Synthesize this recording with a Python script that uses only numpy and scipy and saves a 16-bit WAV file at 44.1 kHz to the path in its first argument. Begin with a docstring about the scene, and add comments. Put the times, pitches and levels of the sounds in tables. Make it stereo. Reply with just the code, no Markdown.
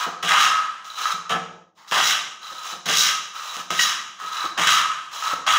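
"""A wooden hand plane is worked along a clamped block in a bare, tiled room.
Stick-slip rubbing and fibre breakage excite the hollow body and iron as each push bites with a knock
and tears off a shaving; the plane then slides back more softly, its iron brushing the grain.
The second push stalls at once and is begun again. Jolts set the bench modes ringing, and dense echoes follow.
Table levels are those of the sources, before the gains of the mix and the room."""
import sys
import numpy as np
from scipy import signal
from scipy.fft import rfft, irfft
from scipy.io import wavfile
from scipy.ndimage import uniform_filter1d

SR = 44100
rng = np.random.default_rng(int(sys.argv[2]) if len(sys.argv) > 2 else 0)


def store_pcm(level_fs):
    """Save levels as 16-bit WAV."""
    pcm = np.round(np.clip(level_fs, -1, 1) * 32767).astype(np.int16)
    wavfile.write(sys.argv[1], SR, np.atleast_2d(pcm).T)


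N = 246246
TIME = np.arange(N) / SR


def amp(db):
    """Level to amplitude: 20 dB is a factor of ten."""
    return 10 ** (np.asarray(db) / 20)


def unit(x):
    """Normalization: scales a signal to an rms of one."""
    return x / np.sqrt(np.mean(x ** 2) + 1e-20)


def ramp(t, length):
    """Linear onset: rises from zero to one over length seconds."""
    return np.clip(t / length, 0, 1)


def read(points, hz):
    """Spectral interpolation: reads levels along a log-frequency axis."""
    point_hz, value = np.transpose(points)
    return np.interp(np.log(hz + 1), np.log(point_hz + 1), value)


def add(mix, start_s, sound):
    """Superposition: adds a sound into the mix at its start time."""
    part = mix[max(round(start_s * SR), 0):][:len(sound)]
    part += sound[:len(part)]


def ring(spectrum, resonances, size=4096):
    """Minimum-phase response of energy one: a smooth spectrum lifted at each resonance."""
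    hz = abs(np.fft.fftfreq(size, 1 / SR))
    db = read(spectrum, hz)
    for center_hz, width_hz, lift_db in resonances:
        db = db + lift_db / (1 + (2 * (hz - center_hz) / width_hz) ** 2)
    # the Hilbert transform of the log magnitude gives the causal phase
    log_response = np.conj(signal.hilbert(np.log(amp(db))))
    response = np.fft.ifft(np.exp(log_response)).real[:size // 2]
    return response / np.linalg.norm(response)


def sound_of(force, spectrum, resonances):
    """Linear response: a force convolved with the impulse response of a resonant body."""
    return signal.oaconvolve(force, ring(spectrum, resonances))[:N]


def resonate(x, hz, width):
    """Heterodyne resonance: a one-pole filter, of gain one, that follows the curve hz."""
    turn = np.exp(2j * np.pi * np.cumsum(hz) / SR)
    r = np.exp(-np.pi * width / SR)
    return 2 * (turn * signal.lfilter([1 - r], [1, -r], x / turn)).real


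def unevenness(rate_hz, depth_db):
    """Random modulation: force swings as the contact crosses the grain, in a band below about rate_hz."""
    ratio = np.fft.rfftfreq(N, 1 / SR) / rate_hz
    spectrum = rfft(rng.standard_normal(N)) * ratio / (1 + ratio ** 2) ** 2
    swing = unit(irfft(spectrum, N))
    return unit(amp(depth_db * np.clip(swing, -2, 2)))


def slips(per_s, spread_db):
    """Shot noise: tiny slips and breaks at random moments; a positive spread makes a few far larger."""
    sizes = amp(spread_db * np.minimum(rng.exponential(1, N), 4))
    signs = rng.choice([-1, 1], N)
    happens = rng.random(N) < per_s / SR
    return unit(sizes * signs * happens)


# spectrum of the faint background: frequency_hz, relative_level_db
HUSH_SPECTRUM = [(30, -8), (200, 26), (1200, -38), (6000, -41), (16000, -12.5)]


def hush():
    """Filtered noise: a faint, steady background."""
    return amp(-73) * sound_of(rng.standard_normal(N), HUSH_SPECTRUM, [])


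# slides back: start_s, light_glide_s, pressed_drag_s, drag_rub_db, drag_swish_db, glide_rub_db,
#   glide_swish_db
PULL_STROKES = [(-.15, 0.035, .16, -21.5, -28.5, -25, -31), (0.833, 0.12, 0.17, -24.5, -29, -47, -41),
                (1.748, 0.048, 0.1, -55, -55.5, -59.5, -53.5),
                (2.411, 0.21, 0.11, -32.5, -32, -37.5, -39.5), (3.329, 0.089, 0.19, -34, -33.5, -32.5, -36),
                (4.183, 0.13, 0.15, -25.5, -32.5, -31, -38), (5.108, 0.1, 0.12, -23, -28.5, -36, -33)]
GET_MOVING_S, BEAR_DOWN_S, EASE_OFF_S = 0.02, 0.035, 0.021
COAST_DB, COAST_DB_PER_S = -12.5, 64  # drop after the drag, then the rate of fading
LEAN_DB, GATHER_DB = 7, 1  # growth of the rub over the drag, and of the swish over the glide
IRON_LIFT_S = .12  # the iron comes clear of the grain this long after the drag


def pull_forces():
    """Friction under changing load: a light glide gathers speed, then a pressed drag coasts to rest."""
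    rub, swish = np.zeros((2, N))
    for start_s, glide_s, drag_s, rub_db, swish_db, glide_rub_db, glide_swish_db in PULL_STROKES:
        t = TIME - start_s
        pressed = ramp(t - glide_s, BEAR_DOWN_S)
        past_end = np.maximum(t - glide_s - drag_s, 0)
        coast_db = COAST_DB * ramp(past_end, EASE_OFF_S) - COAST_DB_PER_S * past_end
        motion = ramp(t, GET_MOVING_S) * amp(coast_db)
        lean_db = LEAN_DB * (ramp(t - glide_s, drag_s) - .5)
        gliding_db = glide_swish_db + GATHER_DB * (ramp(t, glide_s) - .5)
        iron_contact = 1 - ramp(past_end, IRON_LIFT_S)
        rub += motion * amp(glide_rub_db + pressed * (rub_db + lean_db - glide_rub_db))
        swish += motion * amp(gliding_db + pressed * (swish_db - gliding_db)) * iron_contact
    return rub, swish


# spectrum of the iron brushing backwards: frequency_hz, relative_level_db
SWISH_SPECTRUM = [(100, -45), (1000, 1.5), (2200, -9), (3000, 1.5), (3700, -3), (4450, -9.5), (5200, -3.5),
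                  (6600, -3), (8200, -17), (10300, -18.5), (13300, -30), (14900, -13), (16000, -16)]
WHISTLE_HZ, WHISTLE_WIDTH_HZ, WHISTLE_DB = 3940, 250, -4.5  # width of each of two cascaded resonances


def drag():
    """Friction-excited resonance: the iron only brushes the grain, with a rough whistle of steady pitch."""
    speed = pull_forces()[1] * unevenness(rate_hz=44, depth_db=1.95)
    brushing = slips(per_s=5000, spread_db=-1.5)
    hz = np.full(N, WHISTLE_HZ)
    whistle = resonate(slips(per_s=670, spread_db=7.0), hz, WHISTLE_WIDTH_HZ)
    whistle = resonate(whistle, hz, WHISTLE_WIDTH_HZ)
    swish = amp(0.43) * sound_of(speed * brushing, SWISH_SPECTRUM, [])
    return swish + amp(WHISTLE_DB) * speed * unit(whistle)


# spectrum of the rubbing sole: frequency_hz, relative_level_db
RUB_SPECTRUM = [(30, -55), (90, -33.5), (160, -25), (300, -26.5), (600, -19.5), (850, -8.5), (1050, 2.5),
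                (1350, 0.5), (1500, -5.5), (2200, -10.5), (4000, -12.5), (16000, -48)]
# resonances of the hollow body, driven by the sole: center_hz, width_hz, lift_db
HOLLOW_RESONANCES = [(1240.6, 162, 8.5), (1283.6, 69, 9.5), (1630, 220, 8), (1910, 86, 4.5), (2260, 74, 2)]
# brief hoots of the rubbing sole: start_s, peak_db
SOLE_HOOTS = [(1.056, -6.5), (1.106, -13), (3.705, -12), (4.201, -24), (4.99, -19), (5.225, -13.5)]


def sole():
    """Stick-slip friction: the sole rubs both ways on a hollow body; now and then it gives a brief hoot."""
    pressure = push_forces()[0] + pull_forces()[0]
    force = pressure * slips(per_s=3000, spread_db=-3.5) * unevenness(rate_hz=110, depth_db=0.5)
    out = sound_of(force, RUB_SPECTRUM, HOLLOW_RESONANCES)
    hoot = ring(RUB_SPECTRUM, HOLLOW_RESONANCES)
    for start_s, peak_db in SOLE_HOOTS:
        add(out, start_s, amp(peak_db) * hoot / abs(hoot).max())
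    return out


# the plane jolts block and bench: start_s, level_db, judder_length_s, upper_edge_hz (hardness),
#   ringing_over_level_db (used by the bench)
JOLTS = [(.064, -28, 0.031, 1130, -10), (0.233, -34.5, 0.05, 720, 4.5), (1.02, -71, 0.033, 890, 3.5),
         (1.135, -48, 0.037, 402, 10.5), (1.297, -29, 0.027, 930, -4), (1.316, -26.5, 0.011, 1732, 2),
         (1.347, -25, 0.027, 2000, -15), (1.913, -38, 0.14, 500, 2.5), (2.514, -42.5, 0.027, 700, -17),
         (2.724, -42.5, 0.047, 725, -1.5), (2.861, -35, 0.069, 690, 5), (2.887, -30, 0.022, 718, -2),
         (3.565, -44, 0.054, 497, 2), (3.704, -31, 0.037, 710, -3), (4.222, -45.5, 0.044, 620, -4),
         (4.442, -33, 0.022, 460, -31), (4.579, -28.5, 0.038, 820, -0.5), (5.33, -28.5, 0.013, 740, -12),
         (5.464, -47, 0.0098, 900, -8)]
# spectrum of wood on wood: frequency_hz, relative_level_db
THUD_SPECTRUM = [(30, -21.5), (80, -16), (130, -8), (200, -3.5), (330, 0.5), (560, 3.5), (780, 7.5),
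                 (1200, 8), (1700, 6), (2300, 4), (5000, -17), (16000, -55.5)]


def knocks():
    """Impact excitation: each jolt is a short judder of dull blows, brighter for a harder contact."""
    out, t = np.zeros(N), np.arange(SR // 4) / SR
    for start_s, level_db, length_s, edge_hz, _ in JOLTS:
        blows = rng.standard_normal(len(t)) * np.exp(-(t / length_s) ** 4)
        b, a = signal.butter(2, min(edge_hz, SR / 4), fs=SR)
        blows = signal.lfilter(b, a, blows)
        shake = signal.fftconvolve(blows, ring(THUD_SPECTRUM, []))
        # the energy grows with the length of the judder
        add(out, start_s, amp(level_db) * shake * np.sqrt(length_s * SR) / np.linalg.norm(shake))
    return out


# modes of the clamped block and bench: frequency_hz, level_db, t60_s
BENCH_MODES = [(101, -26.5, 1), (164.1, -8, 0.73), (179.7, -6.5, 0.67), (229, -11.5, 0.37),
               (338.5, -18, 0.1), (459, -7, 0.61), (695, 3, 0.27), (759, -0.5, 0.42), (850, -12.5, .4),
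               (1010, -13, .4), (1106, -9, 0.45), (1182, 8.5, 0.27), (1304, 3, 0.55), (1660, -3, 0.6),
               (1720, 4, 0.34), (1750, 2, 0.22), (2200, -13.5, 0.4)]


def bench():
    """Modal decay: block and bench ring on after each jolt; a soft jolt reaches only the low modes."""
    out, t = np.zeros(N), np.arange(SR) / SR
    hz, mode_db, t60 = np.transpose(BENCH_MODES)[:, :, None]
    onset = 1 - np.exp(-t / 0.0031)
    for start_s, level_db, _, edge_hz, ring_db in JOLTS:
        reach = 1 / np.sqrt(1 + (hz / edge_hz) ** 4)
        decay = amp(mode_db - 60 * t / t60)
        modes = reach * decay * np.sin(2 * np.pi * (hz * t + rng.random(hz.shape)))
        add(out, start_s, amp(level_db + ring_db) * modes.sum(0) * onset)
    return out


# pushes: start_s, entry_s, full_cut_s, tearing_db, entry_against_full_cut_db, bite_surge_db, fizz_db,
#   fastest_after_start_s, sole_rub_db, rub_growth_over_cut_db, slide_on_after_cut_s, run_out_db_per_s
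PUSH_STROKES = [(0.225, .054, 0.17, -21.5, -5, 7, -23.5, 0.2, -15.5, 2, 0.16, 68),
                (1.295, 0.0042, 0.027, -29.5, -0.5, 4.5, -37, 0.027, -16.5, -3.5, .01, 496.5),
                (1.876, 0.035, 0.21, -22, -28.5, -4, -20.5, .2, -24, -10, .03, 84),
                (2.856, .029, 0.2, -22.5, -7, 4, -17, 0.14, -31.5, 9, 0.064, 78),
                (3.702, 0.091, 0.1, -25, -4.5, 10.5, -22.5, 0.13, -24, -6, 0.054, 73),
                (4.576, 0.094, .11, -22, 0, 8.5, -23, 0.15, -16, -7.5, 0.13, 64),
                (5.464, 0.013, 0.17, -22.5, -1.5, 6.5, -28, 0.07, -16.5, -15, .1, 66)]
PUSH_ATTACK_S, BITE_S = 0.0013, 0.018  # onset of contact and cut; decay time of the bite's surge
FAST_WIDTH_S, SLOW_FIZZ_DB = 0.026, -9.5  # width of the fizz peak; fizz of a slow cut against that peak
# the sole takes the weight only once the iron has bitten: time to settle, and the rub before that
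SETTLE_S, UNSETTLED_DB = 0.063, -10
EXIT_DB, EXIT_S = -6.5, 0.09  # drop of tearing and fizz as the iron leaves the wood
# past the cut: shares of the run-out rate that fizz and rub follow, and the rub's drop as the sole lifts
FIZZ_RUN_OUT, RUB_RUN_OUT, LIFT_DB = 1.4, 0.72, -6.5
# shares of the entry's level that fizz and rub follow, and of the bite's surge that fizz follows
FIZZ_DEPTH, RUB_DEPTH, FIZZ_SURGE = 0.5, 0.58, 0.96


def push_forces():
    """Cutting force follows depth and speed: the iron enters, bites into the full cut, then runs out."""
    rub, tear, fizz = np.zeros((3, N))
    for (start_s, entry_s, cut_s, tear_db, entry_db, bite_db, fizz_db, fastest_s,
         rub_db, growth_db, slide_s, fade_db_per_s) in PUSH_STROKES:
        t = TIME - start_s
        contact, cutting = ramp(t, PUSH_ATTACK_S), ramp(t - entry_s, PUSH_ATTACK_S)
        in_cut = np.maximum(t - entry_s, 0)
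        past_end = np.maximum(t - entry_s - cut_s, 0)
        depth_db = (1 - cutting) * entry_db
        surge_db = cutting * bite_db * np.exp(-in_cut / BITE_S)
        fast = np.exp(-((t - fastest_s) / FAST_WIDTH_S) ** 2 / 2)
        settle_db = UNSETTLED_DB * (1 - ramp(in_cut, SETTLE_S))
        weight_db = settle_db + growth_db * (ramp(in_cut, cut_s) - .5)
        # when fastest, the tearing gives way by the fizz's lead over it
        thin_db = max(fizz_db - tear_db, 0) * fast
        edge_db = FIZZ_DEPTH * depth_db + FIZZ_SURGE * surge_db + SLOW_FIZZ_DB * (1 - fast)
        lift_db = LIFT_DB * ramp(past_end - slide_s, EXIT_S)
        run_out_db = -fade_db_per_s * past_end
        exit_db = EXIT_DB * ramp(past_end, EXIT_S)
        rub += contact * amp(rub_db + RUB_DEPTH * depth_db + weight_db + lift_db + RUB_RUN_OUT * run_out_db)
        tear += contact * amp(tear_db + depth_db + surge_db - thin_db + exit_db + run_out_db)
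        fizz += contact * amp(fizz_db + edge_db + exit_db + FIZZ_RUN_OUT * run_out_db)
    return rub, tear, fizz


# spectra of coarse tearing and fine fizz: frequency_hz, relative_level_db
TEAR_SPECTRUM = [(30, -45.5), (150, -17), (400, -23), (800, -13), (1150, -3), (1550, 0), (2100, -0.5),
                 (2400, -3.5), (2950, 3.5), (3500, -3), (4400, -22), (7000, -11.5), (16000, -41)]
FIZZ_SPECTRUM = [(100, -31.5), (2000, -36.5), (3700, 0), (4400, -3.5), (5200, 3), (6600, 0), (8200, -14.5),
                 (10300, -13), (12000, -21), (13500, -22), (14900, -7.5), (16000, -16)]
# resonances of the plane's body and iron: center_hz, width_hz, lift_db
PLANE_RESONANCES = [(1190, 54, 9.5), (1544, 100, 5.5), (1870, 17, 4.5), (2110, 20, 6), (2770, 210, 2.5),
                    (3300, 177, 6.5), (3903, 205, 10.5), (5800, 180, 4.5), (6560, 63, 9)]


def shaving():
    """Fibre fracture: the iron splits fibres in quick clumps, a coarse tearing with fine fizz on top."""
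    _, tearing, fizzing = push_forces()
    clumps = unevenness(rate_hz=80, depth_db=1.5)
    hard_grain = unevenness(rate_hz=148, depth_db=1)  # bands of hard wood make the coarse tearing lurch
    coarse_force = tearing * clumps * hard_grain * slips(per_s=2500, spread_db=2.0)
    fine_force = fizzing * clumps * slips(per_s=7200, spread_db=5.0)
    coarse = sound_of(coarse_force, TEAR_SPECTRUM, PLANE_RESONANCES)
    fine = sound_of(fine_force, FIZZ_SPECTRUM, PLANE_RESONANCES)
    return amp(3.07) * coarse + amp(4.33) * fine


# brief bright snaps, in pushes and slides back: start_s, peak_db
BRIGHT_SNAPS = [(0.231, -12), (0.846, -25), (1.295, -14), (1.876, -37), (2.462, -26), (2.86, -30),
                (2.895, -16), (3.34, -33), (3.567, -11.5), (3.706, -5.5), (3.853, -23), (4.578, -26),
                (5.471, -10)]
# the iron chatters on hard grain: start_s, relative_level_db, length_s, slip_rate_hz
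IRON_CHATTERS = [(3.791, -6, .009, 960), (3.817, -33, .012, 945)]
# resonances of the chattering iron: center_hz, width_hz, lift_db
IRON_RESONANCES = [(1880, 310, 12.5), (3340, 610, 14.5)]


def snaps():
    """Impulse response: single snaps of plane on wood, and regular slips where the iron chatters."""
    out = np.zeros(N)
    snap = amp(-0.5) * ring(TEAR_SPECTRUM, PLANE_RESONANCES) + ring(FIZZ_SPECTRUM, PLANE_RESONANCES)
    for start_s, peak_db in BRIGHT_SNAPS:
        add(out, start_s, amp(peak_db) * snap / abs(snap).max())
    slip = ring(TEAR_SPECTRUM, IRON_RESONANCES)
    for start_s, level_db, length_s, rate_hz in IRON_CHATTERS:
        for delay in np.arange(0, length_s, 1 / rate_hz):
            add(out, start_s + delay, amp(level_db) * slip * np.sqrt(SR / rate_hz) / 2)
    return out


# low growls under the sole, mostly early in a push, one in a slide back:
#   start_s, length_s, level_db, first_hz, last_hz
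SOLE_GROWLS = [(0.299, 0.057, -22.5, 630, 820), (1.767, 0.2, -49.5, 1040, 1080),
               (1.916, 0.1, -19, 520, 670), (4.569, 0.067, -26.5, 760, 915), (5.464, 0.032, -22, 740, 850)]
# spectrum of the growling friction: frequency_hz, relative_level_db
GROWL_SPECTRUM = [(30, -40), (300, -44), (520, -8), (900, 8), (2000, 1), (2600, -22), (5000, 3.5),
                  (16000, -68)]


def growl():
    """Moving resonance: friction under the sole growls through three broad resonances that rise."""
    out = np.zeros(N)
    friction = sound_of(slips(per_s=2000, spread_db=-10.5), GROWL_SPECTRUM, [])
    for start_s, length_s, level_db, first_hz, last_hz in SOLE_GROWLS:
        part = friction[(TIME >= start_s) & (TIME < start_s + length_s)]
        hz = np.linspace(first_hz, last_hz, len(part))
        voiced = sum(resonate(part, k * hz, width=400) for k in (1, 2, 3))
        add(out, start_s, amp(level_db) * unit(voiced) * signal.windows.tukey(len(part), .2))
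    return out


# reverberation time of the room: frequency_hz, t60_s
ROOM_DECAY = [(100, 1), (500, 1), (1300, 0.56), (3200, 0.52), (6400, 0.67), (9000, 0.4), (15000, 0.23)]


def reflections():
    """Diffuse reverberation: dense echoes from tile and plaster, of energy one, the top treble dying first."""
    t = np.arange(SR) / SR
    echoes = rng.choice([-1, 1], SR) * (rng.random(SR) < 4000 / SR)  # 4000 per second
    taps = echoes * (t > .004)
    hz, when, z = signal.stft(taps, SR, nperseg=256)
    decay = amp(-60 * when / read(ROOM_DECAY, hz)[:, None])
    decay = decay / np.linalg.norm(decay, axis=1, keepdims=True)
    tail = signal.istft(z * decay, SR, nperseg=256)[1]
    return tail / np.linalg.norm(tail)


def room(x, direct_db, tail_db, count=4):
    """Direct and reverberant fields: the echo pattern shifts steadily as the plane travels, then recurs."""
    place = 14 * TIME % count  # 14 patterns per second, in a cycle
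    wet = np.zeros(N)
    for k in range(count):
        distance = abs((place - k + count / 2) % count - count / 2)
        share = np.cos(np.pi / 2 * np.minimum(distance, 1))  # crossfade of equal power
        wet += signal.fftconvolve(x * share, reflections())[:N]
    return amp(direct_db) * x + amp(tail_db) * wet


def scene():
    """Superposition: the plane in the room, the ringing bench and the hush, the same in both channels."""
    work = sole() + growl() + shaving() + drag() + knocks() + snaps()
    mono = room(work, direct_db=-4.0, tail_db=-6.5) + amp(-3) * bench() + hush()
    return np.array([mono, mono])


EDGE_HZ = 15700


def record(dry):
    """Downward expansion: the quietest moments drop by up to 9 dB; then a low-pass limits the band."""
    power = abs(uniform_filter1d(dry[0] ** 2, size=1300))  # mean over about 29 ms
    level_db = 10 * np.log10(power + 1e-12)
    quiet = dry * amp(np.clip(level_db + 51.0, -9, 0))
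    low_pass = signal.firwin(511, EDGE_HZ, window=("kaiser", 9), fs=SR)
    return signal.oaconvolve(quiet, low_pass[None], "same")


dry = scene()
out = record(dry)
store_pcm(out)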